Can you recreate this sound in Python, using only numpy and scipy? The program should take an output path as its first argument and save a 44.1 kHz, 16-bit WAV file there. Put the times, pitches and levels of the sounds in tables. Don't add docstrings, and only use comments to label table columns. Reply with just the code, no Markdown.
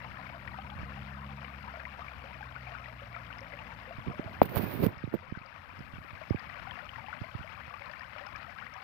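import sys
import numpy as np
from scipy import signal
from scipy.fft import rfft, irfft, next_fast_len
from scipy.io import wavfile
from scipy.ndimage import uniform_filter1d

SR = 44100
rng = np.random.default_rng(int(sys.argv[2]) if len(sys.argv) > 2 else 0)


def transcribe(u):
    v = np.clip(np.atleast_2d(u).T, -1, 1)
    q = np.round(v * 32767).astype(np.int16)
    wavfile.write(sys.argv[1], SR, q)


def invert_db(x):
    u = np.asarray(x, float) / 20
    return 10 ** u


N = 389403


def rms_one(x):
    return x / np.sqrt(np.mean(x ** 2) + 1e-20)


def in_time(rows):
    t_s, *columns = np.transpose(rows)
    return [np.interp(np.arange(N) / SR, t_s, c) for c in columns]


def at_hz(points, hz):
    f_hz, level_db = np.array(points).T
    return np.interp(np.log(hz), np.log(f_hz), level_db)


def drift(rate_hz):
    step, settle = 40, 2000
    r = np.exp(-2 * np.pi * step * rate_hz / SR)
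    coarse = rng.standard_normal(N // step + settle + 2)
    slow = signal.lfilter([1], [1, -2 * r, r * r], coarse)[settle:]
    return np.interp(np.arange(N) / step, np.arange(len(slow)), rms_one(slow))


def coloured(x, spectrum):
    size = next_fast_len(N)
    hz = np.maximum(np.fft.rfftfreq(size, 1 / SR), 1)
    return rms_one(irfft(rfft(x, size) * invert_db(at_hz(spectrum, hz)), size)[..., :N])


def filtered(x, order, hz, kind="low"):
    return signal.sosfilt(signal.butter(order, hz, kind, fs=SR, output="sos"), x)


def add(track, t_s, sound):
    i = round(t_s * SR)
    track[i:i + len(sound)] += sound[:N - i]


def glide(lead_s, start_hz, end_hz, glide_s, ring_s, rise_s):
    t = np.arange(round((lead_s + ring_s) * SR)) / SR - lead_s
    turns = end_hz * t + (start_hz - end_hz) * glide_s * (1 - np.exp(-t / glide_s))
    choke = invert_db(-60 * (np.maximum(t, 0) / ring_s) ** 2.2)
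    rise = np.clip((t + lead_s) / rise_s, 0, 1) ** 2
    jolt = np.sin(2 * np.pi * turns) * choke * rise
    return jolt / np.max(np.abs(jolt))


# t/s, level/dB
GAIN = [(0, -0.5), (4.4, -1), (4.6, -17), (4.9, -4.5), (5.4, -7), (5.8, -1), (6.6, -0.5), (8.83, -1)]


def gain_db():
    return in_time(GAIN)[0]


# t/s, level/dB
SEAL = [(0, -11), (1, -15.5), (1.9, -13), (2.4, -16.5), (3.9, -13.5), (4.4, -11), (5.2, -22), (5.5, -27),
        (6.3, -33), (7.1, -32), (8.83, -38)]


def seal_db():
    return in_time(SEAL)[0]


# f/Hz, level/dB per Hz
RUMBLE = [(20, -25), (45, -11), (80, 1), (120, -3), (170, -6.5), (240, -7), (330, -18), (500, -29),
          (900, -53.5)]
# f/Hz, level/dB per Hz
COVERED_RUMBLE = [(20, -25), (45, 1), (90, 4.5), (130, 0.5), (180, -12.5), (260, -18.5), (350, -25),
                  (900, -55)]
# t/s, level/dB
TRAFFIC = [(0, -51.5), (.8, -48.5), (2, -53), (2.9, -54), (3.6, -52.5), (4.3, -50.5), (5.2, -52), (6, -53),
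           (6.7, -50.5), (7.2, -53), (7.7, -55.5), (8.3, -54), (8.83, -56)]
# t/s, half width/s, rise/dB
TREMBLES = [
    (.8, .4, 3),
    (2.9, .3, 3),
    (4.8, .7, 11),
    (5.9, .3, 4),
    (6.6, .3, 3),
    (7.7, .2, 6),
]


def rumble(alike):
    shared, left, right = rng.standard_normal((3, N))
    white = np.sqrt(alike) * shared + np.sqrt(1 - alike) * np.array([left, right])
    low = coloured(white, RUMBLE)
    sealed = np.clip((-15 - seal_db()) / 10, 0, 1)
    low[1] += sealed * (coloured(white[1], COVERED_RUMBLE) - low[1])
    t = np.arange(N) / SR
    right_db = -5.5 + sum(db * np.exp(-((t - t_s) / half_s) ** 2) for t_s, half_s, db in TREMBLES)
    port_db = np.array([np.zeros(N), right_db])
    lumps_db = 2.1 * np.array([drift(6), drift(8)])
    return low * invert_db(in_time(TRAFFIC)[0] + port_db + lumps_db)


# t/s, firing f/Hz, first order level/dB
ENGINE = [(0, 63, -57), (.5, 65.5, -54), (.9, 67, -50), (1.4, 68.7, -50), (1.55, 68.7, -51), (2, 67.3, -54),
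          (2.8, 61, -54), (3.3, 57.5, -55), (3.6, 55.7, -57), (4.1, 54, -59), (4.4, 53, -90)]
# from t/s, orders 2, 3, 4, 5 re first order/dB
LOAD = [
    (0, .5, -2.5, -15, -16),
    (.6, .5, -2.5, -19, -28),
    (1.5, -9, -9, -18, -28),
    (1.8, -7, -13, -20, -28),
    (2.4, 2.5, -15, -18, -26),
    (3.2, 2, -7, -13, -12),
    (3.45, -3, -6, -13, -14),
]


def engine():
    hz, first_db = in_time(ENGINE)
    load = np.array(LOAD)
    state = load[np.searchsorted(load[1:, 0], np.arange(N) / SR), 1:].T
    change_s = .25
    levels_db = [first_db, *(first_db + uniform_filter1d(state, round(change_s * SR)))]
    phase = 2 * np.pi * np.cumsum(hz + .1 * drift(2)) / SR
    waver_db = [.8 * drift(3) for _ in levels_db]
    out = np.zeros((2, N))
    for k, db in enumerate(levels_db):
        tone = np.sqrt(2) * invert_db(db + waver_db[k]) * np.sin((k + 1) * phase)
        out += tone * invert_db([[.52 * k], [-.7 * k]])
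    return out


def knock():
    out, t_s = np.zeros((2, N)), 4.4172
    add(out[0], t_s - .0007, invert_db(-.5) * glide(.0007, 800, 190, .0036, .0066, rise_s=.0006))
    add(out[0], t_s - .0008, invert_db(-17.5) * glide(.00019, 2420, 1400, .0015, .0025, rise_s=.0003))
    add(out[1], t_s - .0012, invert_db(-12.5) * glide(.0002, 900, 760, .00078, .0045, rise_s=.0003))
    add(out[1], t_s - .0001, invert_db(-6) * glide(.002, 260, 98, .006, .0075, rise_s=.0018))
    return signal.sosfiltfilt(signal.butter(4, 5800, fs=SR, output="sos"), out)


# t/s, peak level/dB, start f/Hz, ring/ms
THUMPS = [(0.7904, -35, 131, 110), (0.8162, -36, 130, 25), (0.8326, -29, 140, 53), (3.9852, -29.5, 110, 69),
          (4.2612, -29.5, 150, 100), (4.4295, -27, 150, 70), (4.439, -29, 140, 69), (4.551, -31, 304, 90),
          (4.0733, -25, 200, 30), (4.458, -28, 200, 50), (4.634, -25, 250, 40), (4.6395, -24, 200, 50),
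          (4.7395, -28, 200, 50), (4.758, -27, 180, 50), (4.8083, -23, 200, 40), (4.8237, -17, 230, 50),
          (4.8312, -19, 300, 30), (4.8436, -20, 330, 40), (4.8617, -20, 300, 25), (4.8708, -22, 300, 60),
          (4.8805, -28, 120, 130), (5.1555, -26, 300, 30), (4.5952, -18.5, 278, 57), (4.6123, -28, 400, 54),
          (4.8363, -15, 222, 67), (4.866, -11.5, 247, 76), (5.0395, -23, 247, 135), (5.0757, -31, 300, 150),
          (5.1408, -15.5, 296, 51), (5.1497, -21.5, 286, 62), (5.324, -22, 160, 39), (5.374, -29, 160, 48),
          (5.791, -38, 198, 60), (5.806, -33.5, 210, 90), (5.9377, -31, 90, 30), (6.1323, -38, 120, 130),
          (6.3081, -16, 160, 130), (7.216, -25.5, 138, 100), (7.3512, -25.5, 136, 116),
          (7.3944, -34, 110, 110), (7.409, -33, 130, 89), (7.681, -40, 131, 60), (5.4144, -39, 160, 48)]
# t/s, peak level/dB, start f/Hz, ring/ms
LIFTS = [(0.7603, -34, 110, 130), (4.0663, -29, 150, 29), (4.0825, -22.5, 151, 78), (4.0996, -28, 200, 81),
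         (4.1132, -33, 170, 55), (4.1959, -20, 226, 32), (4.2443, -39, 394, 75), (4.5708, -15, 130, 45),
         (4.794, -25, 200, 40), (4.8017, -21, 160, 60), (4.8472, -31, 308, 67), (4.972, -35.5, 130, 100),
         (5.2866, -40, 110, 85), (5.7365, -45, 250, 57), (6.047, -42, 300, 40), (6.47, -42, 150, 50),
         (5.9846, -33, 161, 65), (6.3072, -22, 362, 60), (6.346, -21.5, 290, 120), (7.877, -42, 150, 55)]


def thumping():
    out = np.zeros(N)
    for way, rows in ((1, THUMPS), (-1, LIFTS)):
        for t_s, db, hz, ms in rows:
            jolt = glide(.0022, 1.32 * hz, 86.6, .0035, .26 * ms / 1000, rise_s=.0021)
            add(out, t_s - .002, way * invert_db(db) * jolt)
    slap_s, slap_db = 4.5692, -11
    add(out, slap_s - .0004, invert_db(slap_db) * glide(.0001, 700, 500, .001, .0016, rise_s=.0003))
    return out


def stroke_db(rows, peaks_db, haste):
    peak_s, *_, swell_s, fade_s = np.transpose(rows)[..., None]
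    let_go_s, let_go_db_per_s = 4.87, 1000
    t = np.arange(0, N / SR, .0005)
    gone_db = let_go_db_per_s * np.maximum(t - let_go_s, 0) * (peak_s < let_go_s)
    slope_db = 10 * np.maximum((peak_s - t) / swell_s, (t - peak_s) / fade_s)
    level_db = peaks_db[:, None] - haste * (slope_db + gone_db)
    return np.interp(np.arange(N) / SR, t, level_db.max(axis=0))


# peak t/s, low level/dB, bright level/dB, swell/s per 10 dB, fade/s per 10 dB
STROKES = [(4.429, -26, -31, .006, .01), (4.457, -34, -41, .008, .015), (4.5, -35, -47, .03, .1),
           (4.576, -24, -31, .032, .03), (4.62, -31, -40, .04, .1), (4.72, -34, -43, .2, .2),
           (4.845, -27, -33, .04, .03), (4.876, -34, -50, .005, .04), (4.422, -40, -36, .002, .02),
           (4.083, -42, -80, .01, .01), (5.145, -27, -49, .013, .012)]
# f/Hz, level/dB per Hz
RUB_LOW = [(25, -30), (60, -8), (130, 0), (250, -5), (500, -9), (1000, -18), (2000, -31), (4000, -60)]
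# f/Hz, level/dB per Hz
RUB_BRIGHT = [(500, -30), (1200, 0), (2500, -4), (4500, -11), (7300, -29), (10000, -16), (13000, -6),
              (14500, 0), (15600, -3), (17000, -10)]


def rubbing(slips):
    low_db = stroke_db(STROKES, np.array(STROKES)[:, 1], haste=1)
    bright_db = stroke_db(STROKES, np.array(STROKES)[:, 2], haste=1.5)
    low = invert_db(low_db) * coloured(rng.standard_normal(N) * slips, RUB_LOW)
    bright = invert_db(bright_db) * coloured(rng.standard_normal(N) * slips ** .7, RUB_BRIGHT)
    return low + bright


# t/s, peak level/dB
SNAPS = [(4.427, -26), (4.431, -22), (4.495, -24), (4.5535, -21), (4.5595, -11.5), (4.574, -16),
         (4.5765, -12), (4.58, -22), (4.7395, -22), (4.6065, -28), (4.644, -24), (4.845, -18), (4.865, -12),
         (7.317, -52)]


def snapping():
    clicks, decay_samples = np.zeros(N), 6
    for t_s, db in SNAPS:
        add(clicks, t_s, invert_db(db) * rng.choice([-1, 1], 60) * np.exp(-np.arange(60) / decay_samples))
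    level = invert_db(-1.5) * np.sqrt(np.mean(clicks ** 2))
    return level * coloured(signal.lfilter([1, -.35], [1], clicks), RUB_BRIGHT)


# peak t/s, level/dB, swell/s per 10 dB, fade/s per 10 dB
PALM = [
    (4.09, -46, .02, .03),
    (4.197, -36, .002, .006),
    (4.43, -36, .008, .035),
    (4.555, -39, .04, .03),
    (4.64, -40, .012, .02),
    (4.72, -47, .05, .05),
    (4.84, -31, .035, .03),
    (4.876, -33, .001, .002),
    (4.885, -42, .004, .03),
    (5.145, -50, .01, .02),
]
# f/Hz, level/dB per Hz
PALM_COLOUR = [(30, -25), (90, -6), (200, 0), (500, -3), (1000, -12), (2500, -28), (6000, -60)]


def palm(slips):
    level_db = stroke_db(PALM, np.array(PALM)[:, 1], haste=1)
    return invert_db(level_db) * coloured(rng.standard_normal(N) * slips, PALM_COLOUR)


def finger():
    thumps = thumping()
    slips = invert_db(2.2 * drift(63))
    right = thumps + rubbing(slips) + snapping()
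    left = palm(slips) + invert_db(-46) * thumps
    return np.array([left, right])


# t/s, peak level/dB, f/Hz
GULPS = [(0.541, -35.5, 934), (0.586, -30.5, 756), (0.587, -34, 1225), (0.973, -38, 775),
         (1.481, -37, 1165), (1.678, -33, 952), (1.74, -39.5, 670), (1.992, -35, 683), (2.018, -31, 1210),
         (2.719, -35, 674), (3.163, -31, 1280), (3.538, -38, 560), (3.603, -38, 880), (3.908, -33, 664),
         (7.445, -39, 633), (2.408, -34, 820), (3.024, -44, 557), (8.163, -39, 596), (2.885, -43, 620),
         (8.212, -39.5, 556), (6.716, -36, 980), (6.214, -34, 626), (6.673, -34, 763), (6.984, -34, 885),
         (7.084, -32.5, 830), (7.24, -36.5, 640), (7.738, -30, 1125), (7.816, -45, 555), (7.898, -39, 594),
         (8.777, -35, 1210)]
# t/s, peak level/dB, f/Hz
PLOPS = [(0.17, -34, 1730), (0.475, -28, 1880), (1.795, -34, 1640), (1.851, -27, 2030),
         (2.081, -28.5, 2250), (2.426, -32, 1590), (2.561, -30, 1440), (2.749, -30, 1400),
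         (2.857, -32, 1920), (3.147, -30, 2240), (3.303, -31.5, 1490), (3.389, -33, 2030),
         (3.534, -31.5, 2020), (3.588, -32.5, 2630), (4.489, -31, 2050), (5.349, -26, 1510),
         (6.358, -32.5, 2430), (6.497, -32.5, 1920), (6.788, -32, 1790), (6.957, -30.5, 1880),
         (7.127, -28.5, 1460), (7.819, -33, 2130), (7.896, -35, 1740), (7.934, -31.5, 1730),
         (8.007, -32.5, 1770), (8.35, -31, 1630), (8.357, -32.5, 2410), (8.584, -31, 1570),
         (8.622, -30, 1415), (8.665, -32, 1950)]
# t/s, peak level/dB, f/Hz
TICKS = [(0.699, -37.5, 3280), (1.447, -38, 2840), (3.326, -36, 2820), (3.383, -41, 5100),
         (3.405, -42, 5320), (7.474, -34, 2200), (7.739, -34, 2390), (6.708, -31.5, 3140),
         (6.89, -31, 2970), (7.857, -44, 4100), (7.913, -43, 4600), (7.993, -42, 4770), (8.183, -36, 2570),
         (8.194, -34, 1730), (8.264, -42, 5100), (8.267, -33, 1400), (8.36, -43, 5300), (8.737, -42, 5400),
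         (5.46, -40, 4700), (5.388, -42, 4200), (5.04, -41, 3700), (4.98, -44, 5200), (5.79, -46, 5000),
         (6.298, -43, 5000), (6.394, -42, 4700)]
# t/s, peak level/dB, f/Hz
BLIPS = [(0.086, -39, 1180), (0.191, -41, 990), (0.196, -42, 750), (0.244, -38, 1210), (0.347, -42, 670),
         (0.446, -40, 1310), (0.491, -41, 1140), (0.56, -39, 1250), (0.648, -40, 950), (0.694, -40, 1230),
         (0.72, -40, 820), (0.856, -39, 1230), (1.289, -41, 1120), (1.643, -41, 950), (1.683, -38, 1250),
         (1.773, -40, 620), (1.957, -39, 1340), (2.244, -43, 540), (2.672, -40, 730), (2.811, -39, 1270),
         (3.163, -42, 690), (3.418, -42, 540), (3.692, -41, 900), (3.88, -43, 520), (3.967, -39, 1120),
         (4.095, -44, 470), (4.109, -39, 690), (4.126, -41, 1030), (4.14, -42, 600), (4.183, -37, 1340),
         (4.193, -35, 540), (4.208, -38, 600), (4.231, -39, 650), (4.276, -39, 650), (5.229, -40, 500),
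         (5.384, -34, 1310), (5.696, -43, 990), (6.329, -41, 820), (6.565, -40, 1100), (6.756, -37, 1250),
         (6.778, -41, 710), (6.957, -40, 1030), (7.043, -38, 730), (7.293, -41, 1100), (7.342, -38, 1270),
         (7.586, -40, 1100), (7.69, -40, 1310), (8.267, -40, 800), (8.352, -37, 1250), (8.366, -39, 1250),
         (8.442, -36, 1290), (8.484, -41, 690), (8.56, -36, 1250), (8.756, -39, 970), (8.763, -41, 750)]
# t/s, peak level/dB, f/Hz
PIPS = [(0.292, -37, 2150), (0.477, -35, 2220), (0.532, -35, 1870), (0.608, -44, 3120), (0.938, -39, 2610),
        (1.121, -36, 1720), (1.444, -37, 2090), (1.444, -37, 2280), (1.682, -37, 1680), (1.755, -36, 1380),
        (1.851, -36, 2330), (2.522, -44, 3040), (2.683, -37, 2130), (2.719, -40, 2650), (2.798, -43, 2780),
        (3.127, -37, 2220), (3.149, -35, 2000), (3.168, -37, 2240), (3.263, -44, 3060), (3.324, -36, 2350),
        (3.57, -37, 1790), (3.853, -37, 1830), (4.187, -39, 2560), (4.339, -37, 1570), (4.366, -37, 1700),
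        (5.019, -34, 1550), (5.122, -35, 1740), (5.702, -38, 2370), (5.873, -37, 1640), (6.173, -37, 1590),
        (6.234, -38, 2110), (6.301, -36, 2110), (6.369, -35, 1610), (6.667, -35, 1400), (6.671, -37, 2170),
        (6.699, -36, 2020), (6.708, -34, 1770), (6.802, -34, 1420), (7.061, -37, 2560), (7.093, -37, 1770),
        (7.17, -38, 1940), (7.188, -43, 3080), (7.242, -36, 2070), (7.387, -41, 2670), (7.401, -36, 1440),
        (7.603, -36, 1660), (7.967, -38, 2330), (8.18, -37, 2260), (8.184, -38, 2650), (8.235, -36, 1850),
        (8.343, -37, 2300), (8.359, -49, 5190), (8.36, -51, 4890), (8.4, -37, 2050), (8.673, -37, 2240)]


def plops(rise, ring):
    out, t = np.zeros(N), np.arange(round(.1 * SR)) / SR
    when, size, force, climb = rng.random((110, 4)).T
    stray_db = -41 + 2 * (2 * force - 1) - 4 * size ** 2
    low_hz, high_hz = 850, 3200
    strays = zip(when * (N / SR - .1), stray_db, low_hz * (high_hz / low_hz) ** size, .1 * climb)
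    placed = [(*row, rise) for row in GULPS + PLOPS + TICKS + BLIPS + PIPS]
    for t_s, db, hz, climbs in placed + list(strays):
        linger = 1 + .2 * max(0, -37 - db) * (hz < 1000)
        ring_s = np.clip(7.5 / hz, .0042, .009) * linger
        lasts_s = ring * ring_s * min(1, 1600 / hz)
        fade = np.exp(-t / lasts_s) * (1 - np.exp(-t * hz / .71))
        tone = np.sin(2 * np.pi * hz * t * (.985 + climbs * t / lasts_s))
        level = invert_db(db + 2.5 + 2.1 * np.log10(max(1, hz / 1600)))
        add(out, t_s + .0037 - .454 * ring_s, level * fade * tone)
    return out


# f/Hz, level/dB per Hz
WATER = [(180, -54), (300, -21), (377, -9.5), (409, -25.5), (474, -8.5), (573, -4.5), (881, -3.5),
         (1220, 0.5), (1800, -3), (2390, -3), (3430, -19), (5280, -24), (7500, -73.5), (9750, -76),
         (16500, -120)]


def bubbles(per_s, spread_db, cycles, clump_db, count):
    born = rng.random(N) < per_s * invert_db(clump_db * drift(25)) / SR
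    sizes = born * invert_db(spread_db * np.minimum(rng.exponential(1, N), 4)) * rng.choice([-1, 1], N)
    dealt = (count * rng.random(N) ** .6).astype(int)
    out = np.zeros(N)
    for k, hz in enumerate(np.geomspace(400, 6500, count)):
        r, w = invert_db(-60 * hz / (cycles * SR)), 2 * np.pi * hz / SR
        ringing = [1, 0, 0, 1, -2 * r * np.cos(w), r * r]
        soft = [1, 0, -1, 1, -2 * r ** 2 * np.cos(w), r ** 4]
        ring = signal.sosfilt([ringing, soft], sizes * (dealt == k) + 1e-18)
        out += rms_one(ring) * invert_db(at_hz(WATER, hz)) * np.sqrt(hz)
    return rms_one(out)


def splashes(per_s, lasts_s):
    slaps = (rng.random(N) < per_s / SR) * invert_db(2.5 * np.minimum(rng.exponential(1, N), 3))
    slaps[[round(row[0] * SR) for row in GULPS + PLOPS + TICKS]] += invert_db(3)
    puffs = signal.lfilter([1], [1, -np.exp(-1 / (lasts_s * SR))], slaps)
    return coloured(puffs * rng.standard_normal(N), WATER)


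# t/s, level/dB
FLOW = [
    (0.0, -51.5),
    (0.27, -54),
    (4.28, -54),
    (4.48, -54),
    (5.39, -58),
    (6.62, -53),
    (8.53, -54),
    (8.83, -53.5),
]


def stream():
    rush = invert_db(-9) * coloured(rng.standard_normal(N), WATER)
    gurgle = invert_db(-3.5) * bubbles(per_s=850, spread_db=2.5, cycles=34, clump_db=3, count=30)
    fizz = invert_db(-6) * bubbles(per_s=1500, spread_db=2, cycles=8.3, clump_db=5, count=14)
    splash = invert_db(-10) * splashes(per_s=25, lasts_s=.004)
    spray = invert_db(-8) * filtered(splashes(per_s=70, lasts_s=.0015), 3, 2900, "high")
    lapping_db = .6 * drift(8)
    bed_db = in_time(FLOW)[0] - gain_db() + 9.5 + lapping_db
    bed = invert_db(bed_db) * (rush + gurgle + fizz + splash + spray)
    water = filtered(bed, 4, 440, "high") + plops(rise=.02, ring=1.1)
    cavity = signal.butter(9, 1400, fs=SR, output="sos")
    dull = signal.filtfilt([.085], [1, -.915], signal.sosfiltfilt(cavity, water))
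    lag_samples = 11
    return np.array([water, invert_db(seal_db() + 13) * np.roll(dull, lag_samples)])


def scene():
    return invert_db(gain_db()) * (stream() + engine() + rumble(alike=.56)) + finger() + knock()


def top_cut(x):
    return signal.sosfilt(signal.butter(12, 16650, fs=SR, output="sos"), x)


# f/Hz, level/dB per Hz
HISS = [(300, -1), (1500, 1), (4000, 0), (7500, -1), (10000, 0), (14000, 4.5), (15800, 3.5)]


def record(dry):
    hiss = invert_db(-72.5 + gain_db()) * coloured(rng.standard_normal((2, N)), HISS)
    cutoff_hz = 16150
    mix = signal.sosfilt(signal.cheby2(14, 60, cutoff_hz, fs=SR, output="sos"), dry + hiss)
    return top_cut(mix)


dry = scene()
out = record(dry)
transcribe(out)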